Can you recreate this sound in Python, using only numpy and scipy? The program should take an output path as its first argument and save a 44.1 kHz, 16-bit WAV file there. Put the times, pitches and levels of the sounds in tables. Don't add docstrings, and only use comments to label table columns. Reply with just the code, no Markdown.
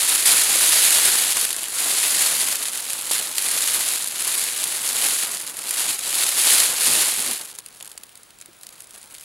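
import sys
import numpy as np
from scipy import signal
from scipy.fft import rfft, irfft
from scipy.io import wavfile

SR = 44100
rng = np.random.default_rng(int(sys.argv[2]) if len(sys.argv) > 2 else 0)


def to_wav(s):
    ch = np.atleast_2d(s).T
    pcm = np.round(np.clip(ch, -1, 1) * 32767)
    wavfile.write(sys.argv[1], SR, pcm.astype(np.int16))


N = 407467


def gain_of(db):
    return 10 ** (np.asarray(db) / 20)


def evened(x):
    return x / np.sqrt(np.mean(x ** 2) + 1e-20)


def add(mix, start_s, sound):
    part = mix[round(start_s * SR):][:len(sound)]
    part += sound[:len(part)]


def gain_db_at(hz, points):
    freq_hz, gain_db = np.transpose(points)
    return np.interp(np.log(hz + 1), np.log(freq_hz + 1), gain_db)


def colour(x, points):
    hz = abs(np.fft.fftfreq(4096, 1 / SR))
    log_gain = np.log(gain_of(np.maximum(gain_db_at(hz, points), -100)))
    spectrum = np.exp(np.conj(signal.hilbert(log_gain)))
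    taps = np.fft.ifft(spectrum).real[:2048]
    return signal.oaconvolve(x, taps)[:len(x)]


def even_taps(points):
    hz = np.fft.rfftfreq(512, 1 / SR)
    return np.roll(irfft(gain_of(gain_db_at(hz, points))), 255)[:511]


def wander(top_hz):
    spectrum = rfft(rng.standard_normal(N))
    hz = np.fft.rfftfreq(N, 1 / SR)
    return evened(irfft(spectrum / (1 + (hz / top_hz) ** 2), N))


# time_s, crackle_level_db
MOTION = [(0.0, -17), (0.25, -22.5), (0.28, -15), (0.5, -17.5), (0.83, -14), (1.15, -16), (1.27, -20),
          (1.445, -20.5), (1.47, -25.5), (1.69, -29.5), (1.8, -21.5), (2.22, -17.5), (2.53, -21.5),
          (2.58, -27), (3.09, -28.5), (3.32, -30.5), (3.6, -22), (3.8, -21), (3.95, -23), (4.06, -30),
          (4.18, -26), (4.23, -24.5), (4.44, -22), (4.52, -25.5), (4.92, -25), (5.04, -18.5), (5.39, -30.5),
          (5.56, -34), (5.83, -20.5), (6.0, -30), (6.18, -19.5), (6.31, -21), (6.52, -13.5), (6.62, -15.5),
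          (6.77, -22.5), (6.83, -18.5), (7.0, -16.5), (7.11, -22.5), (7.3, -23), (7.5, -40), (7.6, -49),
          (7.8, -46), (8.18, -57), (8.4, -65), (8.7, -51.5), (9.24, -46)]
# start_s, rise_db (0 adds nothing), dying_s
TUGS = [(0.116, 2.5, 0.12), (.256, 9, 0.017), (3.111, 9.5, 0.17), (3.44, 2.5, 0.064), (3.53, 2.5, 0.058),
        (4.72, 1.5, 0.24), (5.465, 2.5, 0.042), (5.575, 2, 0.024), (5.89, 4.5, 0.027), (7.13, 0, 0.026),
        (7.588, 23, 0.0085), (8.632, 12, 0.01), (8.724, 9, 0.03), (8.798, 7, 0.01), (8.94, 9.5, 0.046)]


def motion_level():
    t = np.arange(N) / SR
    level_db = np.interp(t, *np.transpose(MOTION))
    for start_s, rise_db, dying_s in TUGS:
        level_db = level_db + rise_db * (t > start_s) * np.exp(-abs(t - start_s) / dying_s)
    return level_db


def crease(ticks, noise, hz, t60_s, rattle_db, favour_db=6.5, spread=0.63):
    fade = 10 ** (-6 / (t60_s * SR))
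    power = abs(signal.lfilter([1], [1, -fade], ticks ** 2))
    rattle = gain_of(rattle_db) * noise * np.sqrt(power)
    wide = (1 + spread) ** 2
    return colour(ticks + rattle, [(hz / wide, -favour_db), (hz, 0), (hz * wide, -favour_db)])


# freq_hz, gain_db
FOIL = [(180, -48), (300, -17.5), (1040, -14), (2000, -7), (4440, -3.5), (5790, -8.5), (6940, -2.5),
        (8600, -2.5), (9980, 1.5), (11400, -3), (14400, -15), (15600, -20.5)]
FULL_MOTION_DB = -15
LULL_CLUMP_PER_DB = 0.029


def crackle(level_db, loud_per_s=9000., per_db=0.79, size_db=2.5, clump_db=0.74, count=8):
    rate_per_s = np.clip(loud_per_s * gain_of(per_db * (level_db + 16.0)), 250, SR / 2)
    lull_db = np.clip(FULL_MOTION_DB - level_db, 0, 20)
    wander_db = clump_db * wander(18.0) + 0.95 * wander(95.0)
    clumps = gain_of(wander_db * (1 + LULL_CLUMP_PER_DB * lull_db))
    size = gain_of(size_db * np.minimum(rng.exponential(1, N), 6.)) * rng.choice([-1., 1.], N)
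    happens = rng.random(N) < rate_per_s / SR
    train = size * happens * clumps / np.sqrt(rate_per_s)
    facet = rng.integers(0, count, N)
    out = np.zeros((2, N))
    for k, hz in enumerate(np.geomspace(700., 16000., count)):
        noise = rng.standard_normal(N)
        sound = crease(train * (facet == k), noise, hz, t60_s=0.013, rattle_db=-13.5)
        out += sound * np.array([[1], [(-1) ** k]])
    return [evened(colour(x, FOIL)) * gain_of(level_db) for x in out]


# start_s, peak_db, favoured_hz, rattle_db (behind the tick)
SNAPS = [(1.118, -4, 9630, -15), (1.369, -3, 9450, -15), (1.411, -5, 8090, -13), (1.491, -7.5, 10100, -15),
         (1.505, -6.5, 9320, -14), (1.528, -9, 10600, -11), (1.564, -4.5, 9330, -16),
         (1.683, -15, 10700, -10), (2.555, -7, 10700, -13), (2.683, -11, 8300, -13),
         (2.774, -14, 10500, -13), (2.903, -8.5, 10100, -14), (2.932, -2.5, 8660, -18),
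         (3.011, -13, 10800, -13), (3.021, -13, 8550, -13), (3.07, -13, 9820, -15), (3.11, -9, 9740, -18),
         (3.381, -4, 10200, -1), (3.485, -6, 9220, -13), (4.073, -10.5, 10100, -13),
         (4.083, -12, 11400, -13), (4.639, -5.5, 9320, -12), (5.097, -11, 9140, -13.5),
         (5.126, -6, 9790, -20), (5.188, -10, 9970, -15), (5.313, -13, 10100, -10), (5.339, -14, 7050, -13),
         (5.35, -13, 9620, -13), (5.465, -16, 7910, -13), (5.473, -21, 9510, -17), (5.568, -14, 10500, -10),
         (5.589, -12, 10500, -12), (5.691, -10, 10300, -13), (5.708, -6, 11000, -12),
         (5.881, -14, 10200, -13), (5.948, -17, 10100, -13), (5.991, -10, 10500, -13),
         (6.264, -5, 9810, -10), (6.29, -7, 9970, -13), (6.864, -3, 9530, -15.5), (6.935, -6, 9350, -15),
         (7.223, -6, 9370, -17), (7.317, -12, 8820, -15), (7.513, -24, 9310, -13), (7.551, -22, 9320, -13),
         (7.586, -13.5, 7590, -17), (7.661, -17, 9580, -13), (7.685, -31, 7520, -13),
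         (7.725, -32, 7150, -27), (7.794, -36, 7540, -13), (7.808, -24, 3230, -18),
         (7.825, -19, 11200, -11), (7.846, -24, 9280, -13), (7.863, -26, 10200, -13),
         (7.875, -22, 7220, -10), (7.897, -27, 10600, -13), (7.905, -32, 10700, -13),
         (7.915, -25, 9750, -13), (7.976, -21, 9560, -9), (8.034, -21.5, 10100, -9),
         (8.092, -36, 2500, -13), (8.154, -25, 8590, -14), (8.174, -26, 10400, -13),
         (8.232, -28, 8980, -13), (8.305, -32, 4290, -10), (8.386, -31, 10500, -13),
         (8.401, -30, 4520, -13), (8.412, -20.5, 6890, -13), (8.422, -27, 4160, -10),
         (8.458, -26, 8180, -13), (8.611, -30, 10600, -13), (8.632, -23.5, 9390, -11),
         (8.667, -19.5, 9750, -13), (8.689, -26, 4140, -11), (8.804, -21, 9360, -12),
         (8.82, -27, 9570, -14), (8.842, -30, 10200, -13), (8.871, -28, 9560, -13),
         (8.907, -27, 10600, -13), (8.935, -28, 9650, -15), (9.028, -27, 8880, -17),
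         (9.143, -24, 9360, -14), (9.182, -25, 10700, -13), (9.209, -24, 11000, -13)]
TICK_DELAY_S = .001


def snaps():
    out = np.zeros(N)
    tick = signal.unit_impulse(2048)
    for start_s, peak_db, favoured_hz, rattle_db in SNAPS:
        noise = rng.standard_normal(len(tick))
        snap = crease(tick, noise, favoured_hz, t60_s=0.016, rattle_db=rattle_db, favour_db=4.5)
        snap = colour(snap, FOIL)
        add(out, start_s + TICK_DELAY_S, gain_of(peak_db) * snap / abs(snap).max())
    return out


# freq_hz, gain_db
SWISH = [(18, -48), (50, -15), (110, -12.5), (290, -4.5), (1040, -2), (1600, -3.5), (2600, -27.5)]
SWISH_DB, SWISH_PER_DB = -38, .55
SITS_STILL_S, FAR_SWISH_DB = 7.45, -3.5


def swish(level_db):
    t = np.arange(N) / SR
    noise = np.array([evened(colour(x, SWISH)) for x in rng.standard_normal((2, N))])
    swish_db = SWISH_DB + SWISH_PER_DB * (level_db - FULL_MOTION_DB)
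    swish_db = swish_db + FAR_SWISH_DB * (t > SITS_STILL_S) + 2.7 * wander(27.0)
    return noise * gain_of(swish_db)


# freq_hz, side_minus_mid_db
WIDTH = [(60, -33), (150, -46), (380, -12.5), (950, -88), (2380, -39), (5980, -40), (15000, -61)]
# time_s, lean_db
LEAN = [(0, -33), (.5, -25.5), (.95, -22.5), (1.15, -59), (2.3, -62), (2.7, -27), (3.15, -17), (3.6, -45),
        (5.0, -63), (5.4, -18), (6.3, -77), (7.1, -21), (7.5, -30), (9.24, -28)]
# freq_hz, gain_db
LEAN_COLOUR = [(300, 0), (1000, -27), (2400, 16), (4400, -37), (9500, 3.5), (13000, -21)]


def foil():
    t = np.arange(N) / SR
    level_db = motion_level()
    crackle_mid, crackle_side = crackle(level_db)
    swish_mid, swish_side = swish(level_db)
    mid = crackle_mid + snaps() + swish_mid
    lean_gain = gain_of(np.interp(t, *np.transpose(LEAN)))
    lean = signal.oaconvolve(mid, even_taps(LEAN_COLOUR), "same") * lean_gain
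    return np.array([mid, colour(crackle_side + swish_side, WIDTH) - lean])


# start_s, level_db, pitch_hz, t60_s, ring_share (0-1)
BUMPS = [(3.1115, -17.5, 900, 0.015, 0), (7.808, -22, 1750, 0.008, 0), (7.951, -40, 300, 0.022, 0.1),
         (8.486, -41, 342, 0.061, 0.8)]


def bumps():
    t, out = np.arange(4096) / SR, np.zeros(N)
    for start_s, level_db, pitch_hz, t60_s, ring in BUMPS:
        band = [(pitch_hz / 9.9, -30.), (pitch_hz / 2, 0), (pitch_hz * 2, 0), (pitch_hz * 10.4, -30.)]
        puff = evened(colour(rng.standard_normal(len(t)), band))
        body = ring * np.sin(2 * np.pi * pitch_hz * t) + (1 - ring) * puff
        onset = 1 - np.exp(-t / 0.00028)
        add(out, start_s, gain_of(level_db - 60 * t / t60_s) * body * onset)
    return out


# middle_s, peak_db, half_length_s
FLAPS = [(1.44, -49, 0.018), (4.99, -47, 0.056), (5.877, -44, .03), (6.902, -35.5, 0.047),
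         (6.984, -36.5, .04), (7.195, -40, 0.021), (7.295, -38.5, 0.041)]
# freq_hz, gain_db
FLAP = [(30, -23), (80, -11), (240, 1), (600, -2.5), (1200, -4), (2500, -49)]


def flaps():
    t = np.arange(N) / SR
    swell = sum(gain_of(peak_db) * np.exp(-((t - middle_s) / half_s) ** 2)
                for middle_s, peak_db, half_s in FLAPS)
    return swell * evened(colour(rng.standard_normal(N), FLAP))


# freq_hz, gain_db
AIR = [(15, -25), (30, -1), (120, 1), (490, -1), (2500, -2), (4200, -3), (5800, -7), (10000, -4),
       (14000, -14), (15600, -11)]
# freq_hz, side_minus_mid_db
AIR_WIDTH = [(60, -18), (240, -2.5), (950, 2), (3770, -13.5), (15000, -19)]
AIR_DB = -53.5
WHINE_HZ, WHINE_DB = 15625, -67


def background():
    mid, side = (gain_of(AIR_DB) * evened(colour(x, AIR)) for x in rng.standard_normal((2, N)))
    whine_gain = np.sqrt(2) * gain_of(WHINE_DB + 1.5 * wander(3.))
    whine = whine_gain * np.sin(2 * np.pi * WHINE_HZ * np.arange(N) / SR)
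    return np.array([mid + whine, colour(side, AIR_WIDTH)])


def scene():
    mid, side = foil() + background()
    mid = mid + bumps() + flaps()
    return np.array([mid + side, mid - side])


EDGE_HZ = 15880


def record(dry):
    rounded = dry / (1 + abs(dry) ** 4) ** .25
    low_pass = signal.firwin(511, EDGE_HZ, window=("kaiser", 9), fs=SR)
    return signal.oaconvolve(rounded, low_pass[None], "same")


dry = scene()
out = record(dry)
to_wav(out)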